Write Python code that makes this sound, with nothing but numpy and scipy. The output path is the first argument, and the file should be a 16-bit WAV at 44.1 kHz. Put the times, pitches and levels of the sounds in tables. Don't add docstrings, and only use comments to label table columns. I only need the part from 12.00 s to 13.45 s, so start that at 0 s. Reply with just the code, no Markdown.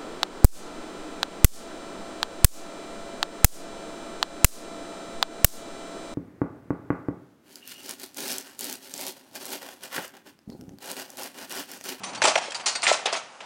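import sys
import numpy as np
from scipy import signal
from scipy.fft import rfft, irfft, next_fast_len
from scipy.io import wavfile
from scipy.ndimage import uniform_filter1d

SR = 44100
rng = np.random.default_rng(int(sys.argv[2]) if len(sys.argv) > 2 else 0)


def to_wav(sig):
    pcm = np.clip(np.atleast_2d(sig), -1, 1) * 32767
    pcm = np.round(pcm).astype(np.int16)
    wavfile.write(sys.argv[1], SR, pcm.T)


N = 63945

# frequency_hz, relative_db
HUSH_SPECTRUM = [(25, -27), (100, -32), (300, -14.5), (500, -1), (750, 1.5), (1300, 1), (2800, -16.5),
                 (6000, -10), (10000, -18)]
RUMBLE_SPECTRUM = [(25, -30), (70, -13.5), (125, -0.5), (200, 5), (400, -2), (900, -43)]
GRASS_SPECTRUM = [(100, -28.5), (300, -6.5), (800, 9), (1600, -2), (3000, -4), (7000, -41), (10000, -27)]
# time_s, level_db
RUMBLE_ENVELOPE = [(0, -49), (.25, -48), (.5, -62), (.8, -59.5), (1.45, -65.5)]
SCUFF_ENVELOPE = [(0, -47), (.1, -43), (.45, -46.5), (.8, -42.5), (1.15, -45), (1.3, -50.5), (1.45, -49.5)]

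# delay_s, relative_db
REFLECTIONS = [(.0185, -20.5), (.026, -20.5), (0.037, -26), (0.063, -14.5)]
# frequency_hz, t60_s
YARD_DECAY = [(150, 0.93), (700, 0.31), (2500, 0.54), (6000, 0.58), (10000, 0.37)]
# frequency_hz, gain_db
YARD_SPECTRUM = [(100, -10), (300, 0), (600, -2.5), (900, 4.5), (2000, 0.5), (5000, -3.5), (10000, -7.5)]

# start_s, level_db, hold_s, t60_s, body_db, jingle_db, ring_db
ARMOUR_JOLTS = [(0.034, -30.5, 0.0053, 0.069, -3.5, -2.5, -1.5), (0.061, -43, 0.037, 0.13, 9.5, 4.5, -6.5),
                (0.13, -42, 0.0069, .07, -6, 2.5, -33.5), (.147, -34, 0.009, .09, -4.5, 3.5, -25),
                (0.171, -40, 0.011, 0.038, 5, -9, -1), (0.2177, -21, 0.0094, .08, 1.5, 2, -16),
                (0.2378, -17.5, 0.0092, 0.031, 3.5, -2, -8.5), (0.2503, -16.5, 0.0042, 0.076, 4, 3, -7),
                (0.27, -21.5, 0.015, 0.17, 5.5, 6, -11.5), (0.354, -21.5, 0.0048, 0.054, 8, -4.5, -19),
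                (0.375, -28, 0.0097, 0.059, -5, 3.5, -18), (0.411, -38.5, 0.047, 0.28, -1, 2, -9),
                (0.506, -44, .004, 0.01, -20, 18, -6), (0.519, -29.5, 0.002, 0.028, -18, 3, -1),
                (0.545, -30.5, 0.0025, 0.12, -16, 6, -2), (0.596, -39.5, 0.019, 0.033, 2.5, 2.5, -12),
                (0.659, -24.5, 0.0048, 0.14, -3, 11, -16), (0.673, -29, 0.014, 0.17, -1.5, 7, -4),
                (0.7519, -31, 0.0072, 0.057, 1.5, 8.5, 3), (0.8202, -52, 0.0034, 0.0051, 4, 32.5, -7),
                (0.8278, -24.5, 0.015, 0.071, -7.5, -0.5, -3.5),
                (0.849, -24, 0.0068, 0.11, -16, -14, -10.5), (0.8695, -19, 0.029, 0.13, -1.5, -0.5, -5.5),
                (0.923, -26.5, 0.0097, 0.18, -1, 8, -33), (1.0559, -24, 0.014, 0.011, -6.5, 4.5, -26),
                (1.068, -27, 0.011, 0.2, 1, -12, -17), (1.1252, -26.5, 0.0035, 0.092, 2, 8, -8),
                (1.138, -26.5, 0.017, 0.041, -2.5, -21, -19), (1.159, -32.5, 0.014, 0.11, 1.5, 2, -7.5),
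                (1.404, -38, 0.0048, 0.085, 4.5, -7, -13), (1.426, -47, 0.027, 0.3, 1, -11.5, -30)]
# frequency_hz, relative_db
BODY_SPECTRUM = [(20, -60), (60, -36), (130, -31.5), (220, -20.5), (310, -11), (430, -12.5), (660, 0),
                 (850, -4), (1200, -10), (2200, -42.5), (6000, -71)]
PLATE_SPECTRUM = [(60, -50), (300, -40.5), (800, -6), (1200, -1), (1600, -3), (2600, 0), (3400, -3),
                  (5000, -9.5), (10000, -35)]
JINGLE_SPECTRUM = [(200, -68.5), (1500, -26.5), (3000, -7), (4200, 3.5), (5800, 5), (7800, -0.5),
                   (9000, -3), (10200, -8)]
# start_s, level_db, pitch_hz, t60_s
STEEL_CLINKS = [(.037, -38.5, 6170, 0.38), (.237, -16, 7630, 0.091), (0.359, -22.5, 5690, 0.057),
                (.521, -40, 4960, 0.052), (.432, -35, 5280, 0.11), (0.501, -31.5, 3220, .08),
                (.547, -26.5, 4830, 0.065), (0.549, -23.5, 4630, 0.055), (.662, -34, 4334, .48),
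                (.662, -38, 2864, .35), (.662, -31, 895, .12), (0.661, -24.5, 7140, .16),
                (.752, -28.5, 3750, 0.079), (.831, -27, 8950, 0.068), (0.832, -50, 4750, 0.11)]

# start_s, level_db, pitch_hz, t60_s, flex_mode_db
SHIELD_THUDS = [(.2205, -21.5, 890, 0.048, -1), (.2528, -14.5, 840, 0.026, -11),
                (.2775, -17.5, 629, 0.061, -7.5), (.3592, -11, 560, 0.027, -46),
                (.379, -13.5, 730, 0.021, -37), (.418, -30, 688, 0.05, -13), (.483, -27.5, 540, 0.02, -8),
                (.9150, -3.5, 630, 0.016, -16), (1.0575, -15.5, 737, 0.022, -3.5),
                (1.075, -25.5, 750, 0.019, 4), (1.128, -21, 667, 0.032, -6)]
# pitch_ratio, relative_db
BOARD_MODES = [(.84, -29), (0.998, 4), (1.399, -12.5)]
# start_s, level_db, pitch_hz, t60_s, push_db
STICK_CRACKS = [(0.2194, -2, 1574, 0.0052, -26), (0.2389, -13, 2580, .005, -50),
                (0.3564, -6, 2120, .005, -51.5), (.3589, 0, 2290, 0.0034, -49),
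                (.3611, -7, 1481, 0.0061, -39), (.8680, 5.5, 2250, 0.0026, -38),
                (0.8708, -1, 1947, 0.0043, -47), (1.0590, -6.5, 3510, 0.0058, -55),
                (1.063, -7, 2510, 0.0033, -63)]


def amp(db):
    return 10 ** (np.asarray(db) / 20)


def unit_rms(x):
    return x / np.sqrt(np.mean(x ** 2) + 1e-20)


def at_frequency(points, hz):
    knots_hz, values = np.transpose(points)
    return np.interp(np.log(hz + 1), np.log(knots_hz + 1), values)


def since(start_s):
    return np.maximum(np.arange(N) / SR - start_s, 0)


def decay(t, t60_s):
    return np.exp(-np.log(1000) * t / t60_s)


def rise(t, time_constant_s):
    return 1 - np.exp(-t / time_constant_s)


def contour(points):
    return amp(np.interp(since(0), *np.transpose(points)))


def coloured(x, spectrum, size=4096):
    gain = amp(at_frequency(spectrum, np.fft.rfftfreq(size, 1 / SR)))
    cepstrum = irfft(np.log(gain))
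    cepstrum[1:size // 2] *= 2
    cepstrum[size // 2 + 1:] = 0
    response = irfft(np.exp(rfft(cepstrum)))
    return signal.fftconvolve(x, response / np.linalg.norm(response))[:N]


def contacts(per_s, spread_db):
    signed_hits = (rng.random(N) < per_s / SR) * rng.choice([-1, 1], N)
    return unit_rms(signed_hits * amp(spread_db * rng.standard_normal(N)))


def radiated(displacement, hz):
    return np.gradient(displacement) * SR / (2 * np.pi * hz)


def outdoors(hush_db=-51.5):
    hush, rumble = rng.standard_normal((2, N))
    return (amp(hush_db) * coloured(hush, HUSH_SPECTRUM)
            + contour(RUMBLE_ENVELOPE) * coloured(rumble, RUMBLE_SPECTRUM))


def scuffle():
    return contour(SCUFF_ENVELOPE) * coloured(contacts(per_s=2300, spread_db=5), GRASS_SPECTRUM)


def yard_echoes(x, tail_db=-11.5, build_s=0.012, smear_t60_s=0.0051):
    hz, t, bands = signal.stft(rng.standard_normal(N), SR, nperseg=256)
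    bands = bands * decay(t, at_frequency(YARD_DECAY, hz)[:, None])
    tail = signal.istft(bands, SR, nperseg=256)[1][:N] * rise(since(0), build_s)
    response = amp(tail_db) * tail / np.linalg.norm(tail)
    for delay_s, relative_db in REFLECTIONS:
        age = since(delay_s)
        echo = (age > 0) * decay(age, smear_t60_s) * rng.standard_normal(N)
        response += amp(relative_db) * echo / np.linalg.norm(echo)
    colour = amp(at_frequency(YARD_SPECTRUM, np.fft.rfftfreq(N, 1 / SR)))
    response = irfft(rfft(response) * colour, N)
    return signal.fftconvolve(x, response[:SR])[:N]


def steel_ring(modes=28, low_hz=999, high_hz=9436, t60_s=0.062, scatter_db=6.5):
    t = since(0)[:SR // 4]
    nominal_hz = np.linspace(np.sqrt(low_hz), np.sqrt(high_hz), modes)[:, None] ** 2
    hz = nominal_hz * np.exp(rng.normal(0, 0.027, (modes, 1)))
    weights = amp(scatter_db * rng.standard_normal((modes, 1))) * rng.choice([-1, 1], (modes, 1))
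    ring = np.sum(weights * np.cos(2 * np.pi * hz * t), axis=0) * decay(t, t60_s)
    return ring / np.linalg.norm(ring)


def armour_clatter(per_s=4800, spread_db=3, rise_s=0.00098):
    body, plates, jingle, ring = np.zeros((4, N))
    for start_s, level_db, hold_s, t60_s, body_db, jingle_db, ring_db in ARMOUR_JOLTS:
        envelope = amp(level_db) * rise(since(start_s), rise_s) * decay(since(start_s + hold_s), t60_s)
        hits = envelope * contacts(per_s, spread_db)
        plates += hits
        body += amp(body_db) * envelope * contacts(per_s, spread_db)
        jingle += amp(jingle_db) * envelope * contacts(per_s, spread_db)
        ring += amp(ring_db) * signal.fftconvolve(hits, steel_ring())[:N]
    return (amp(-6.5) * coloured(body, BODY_SPECTRUM)
            + amp(-2) * coloured(plates, PLATE_SPECTRUM)
            + amp(-7) * coloured(jingle, JINGLE_SPECTRUM) + ring)


def armour_clinks(waver_rad=0.39, swell_s=0.003):
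    out = np.zeros(N)
    for start_s, level_db, pitch_hz, t60_s in STEEL_CLINKS:
        t = since(start_s)
        chatter = waver_rad * unit_rms(uniform_filter1d(rng.standard_normal(N), size=200))
        tone = np.sin(2 * np.pi * pitch_hz * t + chatter)
        out += amp(level_db) * tone * decay(t, t60_s) * rise(t, swell_s)
    return out


def shield_thuds(contact_s=0.001, flex_ratio=0.599):
    out = np.zeros(N)
    for start_s, level_db, pitch_hz, t60_s, flex_mode_db in SHIELD_THUDS:
        t = since(start_s)
        phase = 2 * np.pi * pitch_hz * t
        modes = sum(amp(db) / ratio * np.sin(ratio * phase) for ratio, db in BOARD_MODES)
        flex = amp(flex_mode_db) / flex_ratio * np.sin(flex_ratio * phase)
        displacement = (flex - modes) * decay(t, t60_s) * rise(t, contact_s)
        out += amp(level_db) * radiated(displacement, pitch_hz)
    return out


def stick_cracks(contact_s=0.00022, push_s=0.0016):
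    out = np.zeros(N)
    for start_s, level_db, pitch_hz, t60_s, push_db in STICK_CRACKS:
        t = since(start_s)
        displacement = np.sin(2 * np.pi * pitch_hz * t) * decay(t, t60_s) * rise(t, contact_s)
        air_push = (t > 0) * (1 - t / push_s) * np.exp(-t / push_s)
        out += amp(level_db) * (radiated(displacement, pitch_hz) + amp(push_db) * air_push)
    return out


def scene():
    cracks, thuds = stick_cracks(), shield_thuds()
    metal = armour_clatter() + armour_clinks()
    echoes = yard_echoes(amp(-5) * cracks + thuds + metal)
    return (cracks + thuds + metal + echoes + scuffle() + outdoors())[None]


def record(dry, cutoff_hz=10150):
    size = next_fast_len(N + SR // 2)
    passband = np.fft.rfftfreq(size, 1 / SR) < cutoff_hz
    return irfft(rfft(dry, size) * passband, size)[..., :N]


dry = scene()
out = record(dry)
to_wav(out)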